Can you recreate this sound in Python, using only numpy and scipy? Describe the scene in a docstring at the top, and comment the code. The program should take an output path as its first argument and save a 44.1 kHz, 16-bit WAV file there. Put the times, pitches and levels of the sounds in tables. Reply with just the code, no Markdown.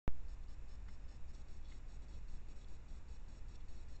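"""A trail camera in a quiet garden switches on with a pop, then hears mostly its own rumble, hum and hiss.
Soon bursts of electrical noise come five times a second, probably from writing to its card.
They whine at first and later mostly hiss. Meanwhile a hedgehog faintly stirs and cracks dry leaves
as it squeezes under the fence. A bird whistles far off, once early on and a few times near the end."""
import sys
import numpy as np
from scipy import signal
from scipy.fft import rfft, irfft
from scipy.io import wavfile

SR = 44100
rng = np.random.default_rng(int(sys.argv[2]) if len(sys.argv) > 2 else 0)


def digitize_waveform(pressure):
    """Quantize a signal to 16-bit integers and store it at the path in sys.argv[1].

    Rows of a 2-D input are taken as channels; values are limited to [-1, 1].
    """
    field = np.atleast_2d(pressure).T
    bounded = np.clip(field, -1, 1)
    quanta = np.round(bounded * 32767).astype(np.int16)
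    wavfile.write(sys.argv[1], SR, quanta)


N = 176400
ON_S = .0787  # when the camera switches on

# The bursts of card writing. Each row: start in seconds, length in seconds, hiss gain in dB,
# whine gain in dB.
BURSTS = [(.284, .064, -5, -2.5), (.484, .064, -5, -3), (.684, .078, -7.5, -1), (.884, .074, -5.5, -2.5),
          (1.085, .087, -7, -1.5), (1.286, .034, -10, -2.5), (1.333, .09, -1.5, -14),
          (1.484, .1, -1.5, -15), (1.684, .104, .5, -22), (1.884, .089, 0, -20), (2.019, .035, -1, -20),
          (2.084, .107, -.5, -23), (2.284, .095, -1, -10), (2.484, .049, .5, -17), (2.557, .084, -.5, -25),
          (2.684, .087, -.5, -18), (2.884, .106, -1, -26), (3.084, .089, -.5, -22), (3.284, .111, -.5, -26),
          (3.484, .083, 0, -18), (3.684, .156, -.5, -21), (3.884, .086, -.5, -9)]


def undb(db):
    """Turn decibels into a number to multiply by."""
    return 10 ** (np.asarray(db) / 20)


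def shape(x, gain):
    """Filter a sound: gain(f) says how much of each frequency f gets through."""
    hz = np.maximum(np.arange(N // 2 + 1) * SR / N, 1)
    return irfft(rfft(x) * gain(hz), N)


def colour(x, points):
    """Filter a sound by a curve drawn through (Hz, dB) points."""
    hz, db = np.array(points).T
    return shape(x, lambda f: undb(np.interp(np.log(f), np.log(hz), db)))


def band(x, hz, octaves):
    """Keep the frequencies around hz; more octaves make the band wider."""
    return shape(x, lambda f: np.exp(-(np.log2(f / hz) / octaves) ** 2 / 2))


def noise(points):
    """Steady noise whose strength follows (Hz, dB per Hz) points."""
    return colour(rng.standard_normal(N), points) * np.sqrt(SR / 2)


def drift(rate_hz):
    """A smooth random wobble of about 1 either way; a higher rate wobbles faster."""
    wobble = shape(rng.standard_normal(N), lambda f: np.exp(-(f / rate_hz) ** 2))
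    return wobble / wobble.std()


def swell(t, peak_s, half_s):
    """A loudness curve that rises smoothly to 1 and falls again."""
    return np.exp(-((t - peak_s) / half_s) ** 2 / 2)


def ringing(hz, width_hz):
    """Noise that rings around one pitch, with a strength of 1."""
    ring = shape(rng.standard_normal(N), lambda f: 1 / (1 + ((f - hz) / (.75 * width_hz)) ** 2))
    return ring / ring.std()


def idle_noise(t):
    """The camera's own rumble and hiss, with a low hum that wavers a little."""
    # The microphone's steady noise. Each row: frequency in Hz, level in dB per Hz.
    noise_floor = [(12, -62), (19, -61), (30, -68), (50, -71.5), (80, -78), (105, -83.5), (150, -89.5),
                   (300, -97), (700, -104), (850, -102.5), (1200, -106.5), (2350, -110), (2550, -107.5),
                   (2750, -111.5), (3900, -115.5), (4800, -121.5), (5500, -117), (6100, -119),
                   (6700, -114.5), (7500, -118), (8200, -128)]
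    hum_hz, hum_db = 59.78, -59.5
    hum = np.sqrt(2) * np.sin(2 * np.pi * hum_hz * t + .5 * drift(2.3))
    return noise(noise_floor) + undb(hum_db) * hum


def bird(t):
    """Thin, faint whistles, probably a distant bird, wavering in pitch and loudness."""
    # Each row: middle of the note in seconds, half length in seconds, level in dB, pitch in Hz.
    whistles = [(1.038, 0.026, -88, 5220), (3.411, 0.0032, -82, 6040), (3.705, 0.015, -80, 4280),
                (3.772, 0.016, -82, 4290), (3.956, 0.016, -76, 4170)]
    wander, flutter_db = .009, 2.5
    out = np.zeros(N)
    for when, half, db, hz in whistles:
        phase = 2 * np.pi * np.cumsum(hz * (1 + wander * drift(130))) / SR
        loudness = undb(db + flutter_db * drift(70)) * swell(t, when, half)
        out += loudness * np.sqrt(2) * np.sin(phase)
    return out


def housing_ring(cracks):
    """Every crack rings briefly at the same few pitches, probably in the microphone's housing."""
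    # Each row: pitch in Hz, seconds to fade by 60 dB, relative level in dB.
    housing_tones = [(900, 0.0057, -11), (1490, 0.0068, -8), (2130, 0.015, -4), (3450, 0.012, 1),
                     (3830, .012, -7), (4250, .014, -3.5), (5060, .012, -11), (5530, 0.014, -3),
                     (6100, 0.011, -13), (7560, 0.0085, -7)]
    age = np.arange(SR // 20) / SR
    ring = sum(undb(db - 60 * age / fade) * np.sin(2 * np.pi * hz * age)
               for hz, fade, db in housing_tones)
    return signal.fftconvolve(cracks, ring / np.linalg.norm(ring))[:N]


def leaf_rustles(t):
    """The hedgehog stirs dry leaves, setting off brief flurries of tiny cracks."""
    # Each row: middle in seconds, half length in seconds, level in dB and centre frequency in Hz,
    # both before the housing rings.
    rustles = [(0.438, 0.0046, -81, 4500), (.889, 0.005, -65, 1350), (1.351, 0.008, -71, 5700),
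               (1.66, 0.019, -79, 4000), (1.706, 0.006, -74, 4800), (1.722, 0.008, -70, 2000),
               (2.142, 0.015, -77, 3830), (2.615, 0.005, -80, 3400), (3.549, 0.005, -80, 3600),
               (3.608, 0.007, -81, 3500)]
    cracks_per_s, spread_db = 3000, 4
    out = np.zeros(N)
    for when, half, db, hz in rustles:
        cracks = (rng.random(N) < cracks_per_s / SR) * rng.choice([-1, 1], N)
        sizes = undb(spread_db * rng.standard_normal(N))
        crackle = band(cracks * sizes, hz, octaves=.56)
        out += undb(db) * swell(t, when, half) * crackle / crackle.std()
    return housing_ring(out)


def leaf_snaps(t):
    """A leaf or stalk gives way: one sharp crack, then a brief crumbling."""
    # Each row: time in seconds, strength in dB before filtering, centre frequency in Hz.
    snaps = [(.8872, -49, 2900), (.9385, -48.5, 4500), (1.6975, -46, 3400), (1.7005, -46, 3400),
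             (1.7155, -50, 3900), (1.7242, -46, 3700), (2.5878, -51, 6000), (2.6142, -52, 3300),
             (2.6208, -50.5, 3500), (2.6447, -44.5, 3800), (2.6468, -50, 3800), (3.5567, -38, 4600),
             (3.5592, -42, 4800)]
    crumble, fade_s = .08, .0012
    out = np.zeros(N)
    for when, db, hz in snaps:
        push = crumble * rng.standard_normal(N) * (t > when) * np.exp(-np.abs(t - when) / fade_s)
        push[int(when * SR)] = 1  # the crack itself
        out += undb(db) * band(push, hz, octaves=.5)
    return housing_ring(out)


def power_pop(t):
    """At switch-on the microphone's voltage jumps, then drains away."""
    # The tone of the pop. Each row: frequency in Hz, gain in dB.
    pop_colour = [(1000, -0.5), (2500, -2.5), (3600, -6), (4700, -13), (5700, -8.5), (7200, -6),
                  (8400, -12.5)]
    jump_db, rise_s, drain_s = -23.5, .00002, .073
    age = np.maximum(t - ON_S, 0)
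    voltage = undb(jump_db) * (1 - np.exp(-age / rise_s)) * np.exp(-age / drain_s)
    return colour(voltage, pop_colour)


def write_blips(t):
    """A tiny high ping opens each round of card writing."""
    first_s, every_s, width_s = .2845, .2, .0011
    hz, db = 4520, -67
    pulses = sum(np.exp(-((t - when) / width_s) ** 2) for when in np.arange(first_s, t[-1], every_s))
    return undb(db) * pulses * np.sin(2 * np.pi * hz * t + drift(170))


def supply_sag(t):
    """Each write makes the power supply dip, giving a soft thud at both ends of the burst."""
    dip_db, smooth_hz, drain_hz = -46, 39.5, 2.7
    busy = sum((t > start) & (t < start + length) for start, length, _, _ in BURSTS)
    # Round off the edges of each dip and let it drain back towards zero.
    dips = shape(busy, lambda f: 1 / (1 + 1j * f / smooth_hz) ** 2 / (1 + drain_hz / (1j * f)))
    return -undb(dip_db) * dips


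def card_writes(t):
    """Electrical bursts: a ringing hiss and a buzzy whine switch on and off together."""
    # Each burst adds its own gains to the levels in these three tables.
    # The smooth part of the hiss. Each row: frequency in Hz, level in dB per Hz.
    hiss_curve = [(60, -81.5), (200, -91.5), (400, -99), (1000, -114), (2200, -115), (3000, -117),
                  (4400, -117), (6000, -124), (7000, -119), (8100, -117), (8500, -124)]
    # The pitches that ring in the hiss. Each row: pitch in Hz, width in Hz, level in dB.
    hiss_rings = [(2540, 120, -87), (3430, 140, -85.5), (3885, 70, -84.5), (4130, 120, -92),
                  (4320, 90, -87.5), (4560, 180, -89.5), (5440, 150, -84.7), (5620, 170, -84.2),
                  (6640, 120, -81.5), (7250, 220, -86.5), (7680, 200, -88)]
    # The tones of the whine. Each row: multiple of the lowest pitch, level in dB.
    whine_tones = [(1, -84), (2, -84), (3, -82), (5, -86), (6, -85), (7, -84), (8, -85.5), (9, -77.5),
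                   (11, -81), (12, -87.5), (13, -90.5), (14, -94.5)]
    whine_hz, wander, rasp, edge_s = 596.3, .011, .35, .0021
    hiss_gain, whine_gain = np.zeros(N), np.zeros(N)
    for start, length, hiss_db, whine_db in BURSTS:
        switched_on = np.clip(np.minimum(t - start, start + length - t) / edge_s + .5, 0, 1)
        hiss_gain += switched_on * undb(hiss_db)
        whine_gain += switched_on * undb(whine_db)
    phase = 2 * np.pi * np.cumsum(whine_hz * (1 + wander * drift(260))) / SR
    whine = sum(np.sqrt(2) * undb(db) * np.sin(round(multiple) * phase + 2 * np.pi * rng.random())
                for multiple, db in whine_tones)
    hiss = noise(hiss_curve) + sum(undb(db) * ringing(hz, width) for hz, width, db in hiss_rings)
    roughness = (1 + rasp * drift(380)) / np.hypot(1, rasp)
    return hiss_gain * hiss + whine_gain * whine * roughness


def scene():
    """Silence until the camera wakes, then its own noises, the leaves and the bird."""
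    t = np.arange(N) / SR
    camera = idle_noise(t) + card_writes(t) + write_blips(t) + supply_sag(t)
    garden = leaf_rustles(t) + leaf_snaps(t) + bird(t)
    return ((t >= ON_S) * (camera + garden) + power_pop(t))[None]


def record(dry):
    """The camera turns down two narrow bands of frequencies and cuts off the highest treble."""
    # Each entry: the middle of a weakened band in Hz.
    notches = (3200, 6400)
    width_hz, depth, top_hz = 320, .74, 8250
    for hz in notches:
        notched = signal.lfilter(*signal.iirnotch(hz, hz / width_hz, fs=SR), dry)
        dry = dry + depth * (notched - dry)
    return signal.sosfilt(signal.ellip(8, .2, 70, top_hz, fs=SR, output="sos"), dry)


dry = scene()
out = record(dry)
digitize_waveform(out)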